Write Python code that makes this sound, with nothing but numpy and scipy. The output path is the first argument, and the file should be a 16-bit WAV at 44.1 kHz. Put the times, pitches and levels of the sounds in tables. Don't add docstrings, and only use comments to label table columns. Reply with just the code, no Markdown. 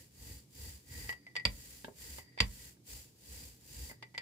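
import sys
import numpy as np
from scipy import signal
from scipy.fft import rfft, irfft
from scipy.io import wavfile

SR = 44100
rng = np.random.default_rng(int(sys.argv[2]) if len(sys.argv) > 2 else 0)


def transcribe(signal):
    frames = np.atleast_2d(signal).T
    limited = np.clip(frames, -1, 1)
    pcm = np.round(limited * 32767).astype(np.int16)
    wavfile.write(sys.argv[1], SR, pcm)


N = 185670
TIME, HZ = np.arange(N) / SR, np.fft.rfftfreq(N, 1 / SR)
AGE = TIME[:SR // 2]
ROLLER_HZ, MEDIUM_BLOW_DB = 1938, -42

# fastest_s, speed_up_s, slow_down_s, hiss_db, weight_db, chafe_db
STROKES = [(-.1, .2, 0.18, -49, -47, -59), (0.299, 0.19, 0.15, -51, -48.5, -65.5),
           (.646, .143, 0.19, -49, -48.5, -66), (.982, 0.14, 0.37, -48.5, -45, -55.5),
           (1.702, 0.45, 0.24, -52.5, -61.5, -68.5), (2.046, .11, 0.53, -49, -54, -63.5),
           (2.649, .324, 0.11, -52, -62, -67.5), (2.911, 0.062, 0.2, -48, -52.5, -71),
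           (3.388, 0.23, 0.21, -50, -51, -68.5), (3.819, 0.23, 0.21, -48.5, -49, -68)]
# start_s, airborne_s, chafe_db
LIFTS = [(1.104, .347, -67), (2.192, .211, -65.5), (3.914, .35, -74)]
# start_s, crack_db, frame_db, roller_db, handle_db
CLACKS = [(1.092, -37, -63, -29.5, -41.5), (1.126, -44, -74, -66, -54), (1.2657, -56, -61, -44.5, -56.5),
          (1.354, -40.5, -44, -38, -45.5), (1.3635, -35.5, -32, -30, -52), (1.369, -43, -53, -43, -56),
          (1.397, -49, -58, -42, -65), (1.468, -52, -46, -44, -59), (2.183, -49, -56, -48, -43.5),
          (2.376, -52, -46, -52, -42.5), (2.387, -60, -37.5, -49, -56), (3.896, -52.5, -62, -46, -50.5),
          (4.025, -45, -46.5, -44.5, -45.5), (4.142, -58, -66, -53, -55.5),
          (4.1475, -53.5, -54.5, -42, -52.5), (4.178, -36, -33.5, -35.5, -46)]
# start_s, crack_db, frame_db, thump_db
LANDINGS = [(1.4521, -23, -21.5, -28.5), (2.403, -19, -18.5, -24)]
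# frequency_hz, correlation
COHERENCE = [(60, .993), (130, .96), (290, .8), (640, .46), (1400, -.1), (3100, 0), (15000, 0)]
# frequency_hz, left_minus_right_db
BALANCE = [(60, 0), (140, -3), (250, -1), (400, -5), (700, -4), (1200, 4), (2380, -1.5), (4400, 1.4),
           (8100, -0.9), (15000, 2)]


def amp(db):
    return 10 ** (np.asarray(db) / 20)


def unit_rms(x):
    return x / np.sqrt(np.mean(x ** 2) + 1e-20)


def curve_at(points, hz):
    frequencies, values = np.transpose(points)
    return np.interp(np.log(hz + 1), np.log(frequencies + 1), values)


def add(mix, start_s, sound):
    part = mix[:, round(start_s * SR):][:, :sound.shape[-1]]
    part += sound[..., :part.shape[1]]


def onset(rise_s):
    return 1 - np.exp(-AGE / rise_s)


def wobble(rate_hz):
    return unit_rms(irfft(rfft(rng.standard_normal(N)) / (1 + (HZ / rate_hz) ** 4), N))


def at_ports(pair, gain):
    left, other = rfft(pair)
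    coherence = np.clip(curve_at(COHERENCE, HZ), -1, 1)
    right = coherence * left + np.sqrt(1 - coherence ** 2) * other
    balance = amp(np.outer([.5, -.5], curve_at(BALANCE, HZ)))
    return unit_rms(irfft(np.array([left, right]) * gain * balance, N))


def noise(gain):
    return at_ports(rng.standard_normal((2, N)), gain)


def snaps(per_s, spread_db):
    size = amp(spread_db * np.minimum(rng.exponential(1, (2, N)), 4)) * rng.choice([-1, 1], (2, N))
    return size * (rng.random((2, N)) < per_s / SR)


def resonance(hz, width_hz):
    return 1 / (1 + 2j * (HZ - hz) / width_hz)


def mode(hz, db, t60_s, sharp_hz=0, settle_s=0.016):
    cycles = hz * AGE + sharp_hz * settle_s * onset(settle_s)
    phase_gap = np.arccos(np.clip(curve_at(COHERENCE, hz), -1, 1)) * rng.choice([-1, 1])
    side = np.array([[.5], [-.5]])
    envelope = amp(db + side * curve_at(BALANCE, hz) - 60 * AGE / t60_s)
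    return envelope * np.sin(2 * np.pi * cycles + side * phase_gap)


def rolling_level(levels_db, exponent, release_db_per_s=301):
    power, contact = np.zeros(N), np.ones(N)
    for (fastest_s, up_s, down_s, *_), db in zip(STROKES, levels_db):
        speed = 10 ** -((TIME - fastest_s) / np.where(TIME < fastest_s, up_s, down_s)) ** 2
        power += (amp(db) * speed ** exponent) ** 2
    for start_s, airborne_s, _ in LIFTS:
        airborne = (TIME > start_s) & (TIME < start_s + airborne_s)
        contact *= amp(-release_db_per_s * (TIME - start_s) * airborne)
    return 10 * np.log10(power * contact ** 2 + 1e-10)


def background(air_db=-65.5, waver_db=5.0):
    # frequency_hz, relative_db
    air = [(15, -43), (25, -27), (77, -1), (167, 1), (450, -9.5), (621, -19), (769, -21), (1310, -27.5),
           (2020, -32.5), (2180, -21), (2630, -27), (3630, -23.5), (5570, -22.5), (8100, -25), (15000, -30)]
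    # pitch_hz, level_db
    tones = [(122, -70.5), (285, -81.5)]
    hum = np.zeros(N)
    for hz, db in tones:
        envelope = np.sqrt(2) * amp(db + waver_db * wobble(rate_hz=8.5))
        hum += envelope * np.sin(2 * np.pi * hz * TIME + .5 * wobble(rate_hz=5.1))
    return amp(air_db) * noise(amp(curve_at(air, HZ))) + hum


def room(sound, gap_s=.006):
    # frequency_hz, t60_s
    decay = [(100, 0.36), (1000, 0.18), (4000, 0.12), (12000, 0.1)]
    reflections = noise(1)[:, :len(AGE)] * (AGE > gap_s)
    hz, age, spectra = signal.stft(reflections, SR, nperseg=256)
    tail = signal.istft(spectra * amp(-60 * age / curve_at(decay, hz)[:, None]), SR, nperseg=256)[1]
    return signal.fftconvolve(sound, tail / np.linalg.norm(tail[0]), axes=1)[:, :N]


def axle(chafe_db, drag_db, high_hz=4745, coast_db_per_s=40):
    slips, spin = snaps(per_s=1500, spread_db=3.5), np.zeros(N)
    for start_s, airborne_s, db in LIFTS:
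        airborne = (TIME > start_s) & (TIME < start_s + airborne_s)
        spin += amp(db - coast_db_per_s * abs(TIME - start_s)) * airborne
    low = at_ports(slips, resonance(ROLLER_HZ, width_hz=74) * resonance(2700, width_hz=1900))
    high = at_ports(slips, resonance(high_hz, width_hz=140) ** 2)
    return (amp(chafe_db) + spin) * low + (amp(drag_db - 11) + amp(-2) * spin) * high


def rumble(press_db, drag_db):
    # frequency_hz, relative_db
    shaking = [(25, -38), (42, -1), (65, 10.5), (90, 3), (115, -3), (160, -11), (215, -14), (350, -24.5),
               (480, -17), (680, -60.5), (900, -51), (1500, -44)]
    handle_hum = noise(resonance(485, width_hz=130) ** 2
                       + amp(4) * resonance(270, width_hz=73) ** 2
                       + amp(-7) * resonance(876, width_hz=250) ** 2)
    return amp(press_db) * noise(amp(curve_at(shaking, HZ))) + amp(drag_db - 14.5) * handle_hum


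def handle_knocks(knock_low_hz=107, thud_low_hz=470, thud_high_hz=1050, puff_t60_s=.045):
    # start_s, level_db, cutoff_hz
    knocks = [(1.845, -39.5, 3700), (1.882, -42, 860), (2.768, -70, 2540), (3.913, -48, 1500)]
    # frequency_hz, relative_db
    puff_spectrum = [(80, -24), (200, -19.5), (450, -7), (900, -6.5), (1400, -1), (2000, 11.5), (8000, 20)]
    # pitch_hz, relative_db, t60_s
    handle_modes = [(248, 6, 0.026), (409, 1, 0.038), (550, 2, 0.026), (887, 2, 0.046), (1640, 7, .03)]
    out, puff_noise = np.zeros((2, N)), noise(amp(curve_at(puff_spectrum, HZ)))
    blows = [(start_s, db, knock_low_hz, high_hz) for start_s, db, high_hz in knocks]
    blows += [(start_s, db, thud_low_hz, thud_high_hz) for start_s, *_, db in CLACKS]
    for start_s, db, low_hz, high_hz in blows:
        band = signal.butter(4, [low_hz, high_hz], "bandpass", fs=SR, output="sos")
        burst = np.roll(puff_noise, rng.integers(N), 1)[:, :len(AGE)]
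        puff = unit_rms(signal.sosfilt(band, burst)) * amp(-4 - 60 * AGE / puff_t60_s)
        hollow = sum(mode(hz, mode_db, t60_s) / np.sqrt(1 + (hz / high_hz) ** 6 + (low_hz / hz) ** 6)
                     for hz, mode_db, t60_s in handle_modes)
        add(out, start_s, amp(db) * (puff + amp(-3) * hollow) * onset(rise_s=.0007))
    return out


def table_thumps(delay_s=0.00236):
    # pitch_hz, relative_db, t60_s
    table_modes = [(50, -7, 0.13), (67.4, -4, 0.097), (91.6, 8.5, 0.035), (130, -28, 0.12),
                   (189, -3.5, 0.086), (232.6, -15.5, 0.16), (393, -7, 0.027), (449.5, -8, 0.064)]
    out = np.zeros((2, N))
    for start_s, *_, thump_db in LANDINGS:
        boom = -sum(mode(*row) for row in table_modes)
        add(out, start_s + delay_s, amp(thump_db) * boom * onset(rise_s=0.0037))
    return out


def roller_clinks(twin_hz=2020, t60_s=.135, medium_sharp_hz=100, max_sharp_hz=160, halving_db=5):
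    out = np.zeros((2, N))
    for start_s, _, _, db, _ in CLACKS:
        sharp_hz = min(medium_sharp_hz / 2 ** ((db - MEDIUM_BLOW_DB) / halving_db), max_sharp_hz)
        pair = mode(ROLLER_HZ, db, t60_s, sharp_hz) + mode(twin_hz, db - 11, t60_s, sharp_hz)
        add(out, start_s, pair * onset(rise_s=0.001))
    chatter_db = .6 * wobble(rate_hz=240)
    return out * amp(chatter_db)


def frame_clacks(crack_t60_s=0.04, scatter_t60_s=0.072, medium_ring_share=0.52, halving_db=17.5):
    # frequency_hz, relative_db
    crack_spectrum = [(200, -37), (370, -23.5), (500, 6), (680, -15), (950, -1), (1450, -4.5), (2400, 3),
                      (2950, 3), (3450, -6), (4200, -6), (4750, 4), (5500, -10), (6600, -14.5),
                      (7600, -10.5), (9000, -18.5), (15000, -27.5)]
    # pitch_hz, relative_db, longest_t60_s
    frame_modes = [(1925, -3, .13), (2070, -7, .13), (2175, -7, .12), (2345, -5, .13), (2510, -11, .09),
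                   (2635, -9, .08), (3130, -9, .08), (3490, -6, .09), (3690, -15, .08), (4130, -19, .09),
                   (4470, -18, .08), (4720, -3, .11), (4790, -6, .08), (5900, -26, .07), (7400, -26, .08),
                   (7830, -27, .08)]
    rings, crack_power = np.zeros((2, N)), np.zeros((1, N))
    crack_noise = noise(amp(curve_at(crack_spectrum, HZ)))
    rise = onset(rise_s=0.0006)
    envelope = rise * (amp(-60 * AGE / crack_t60_s) + amp(-19 - 60 * AGE / scatter_t60_s))
    for start_s, crack_db, frame_db, *_ in CLACKS + LANDINGS:
        add(crack_power, start_s, (amp(crack_db) * envelope) ** 2)
        force_db = frame_db - MEDIUM_BLOW_DB
        tilt_db_per_octave = 0.37 * force_db
        ring_share = min(medium_ring_share / 2 ** (force_db / halving_db), 1)
        for hz, db, t60_s in frame_modes:
            ring = mode(hz, frame_db + db + tilt_db_per_octave * np.log2(hz / 2000), t60_s * ring_share)
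            polarity = rng.choice([-1, 1])
            add(rings, start_s, polarity * rise * ring)
    return rings + crack_noise * np.sqrt(crack_power)


def paint_hiss(peel_db, flutter_db=1.05, dull_hz=5000):
    # frequency_hz, relative_db
    film = [(500, -19), (900, -20.5), (1300, -20.5), (1650, -11), (2100, -11), (2700, -9), (3700, -10),
            (4700, -5.5), (5500, -7), (6500, -6.5), (7300, -1.5), (8300, -6.5), (12000, -8), (15400, -7.5)]
    threads = snaps(per_s=14000, spread_db=2.0) * amp(flutter_db * wobble(rate_hz=110))
    hiss = at_ports(threads, amp(curve_at(film, HZ)))
    dull_hiss = signal.sosfilt(signal.butter(1, dull_hz, fs=SR, output="sos"), hiss)
    dulling = amp(0.065 * (np.max(peel_db) - peel_db)) - 1
    return amp(peel_db) * (hiss + dulling * dull_hiss)


def scene(weight_share=0.38):
    *_, stroke_hiss_db, stroke_weight_db, stroke_chafe_db = np.transpose(STROKES)
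    peel_db = rolling_level(stroke_hiss_db, exponent=1)
    press_db = rolling_level(stroke_weight_db, exponent=1.64)
    chafe_db = rolling_level(stroke_chafe_db, exponent=1.35)
    drag_db = weight_share * press_db + (1 - weight_share) * peel_db
    blows = frame_clacks() + roller_clinks() + table_thumps() + handle_knocks()
    rolling = paint_hiss(peel_db) + rumble(press_db, drag_db) + axle(chafe_db, drag_db)
    return rolling + blows + amp(-12.5) * room(blows) + background()


def record(dry):
    bass_cut = signal.butter(6, 42, "highpass", fs=SR, output="sos")
    treble_cut = signal.firwin(511, 15600, window=("kaiser", 9), fs=SR)
    return signal.oaconvolve(signal.sosfilt(bass_cut, dry), treble_cut[None], "same")


dry = scene()
out = record(dry)
transcribe(out)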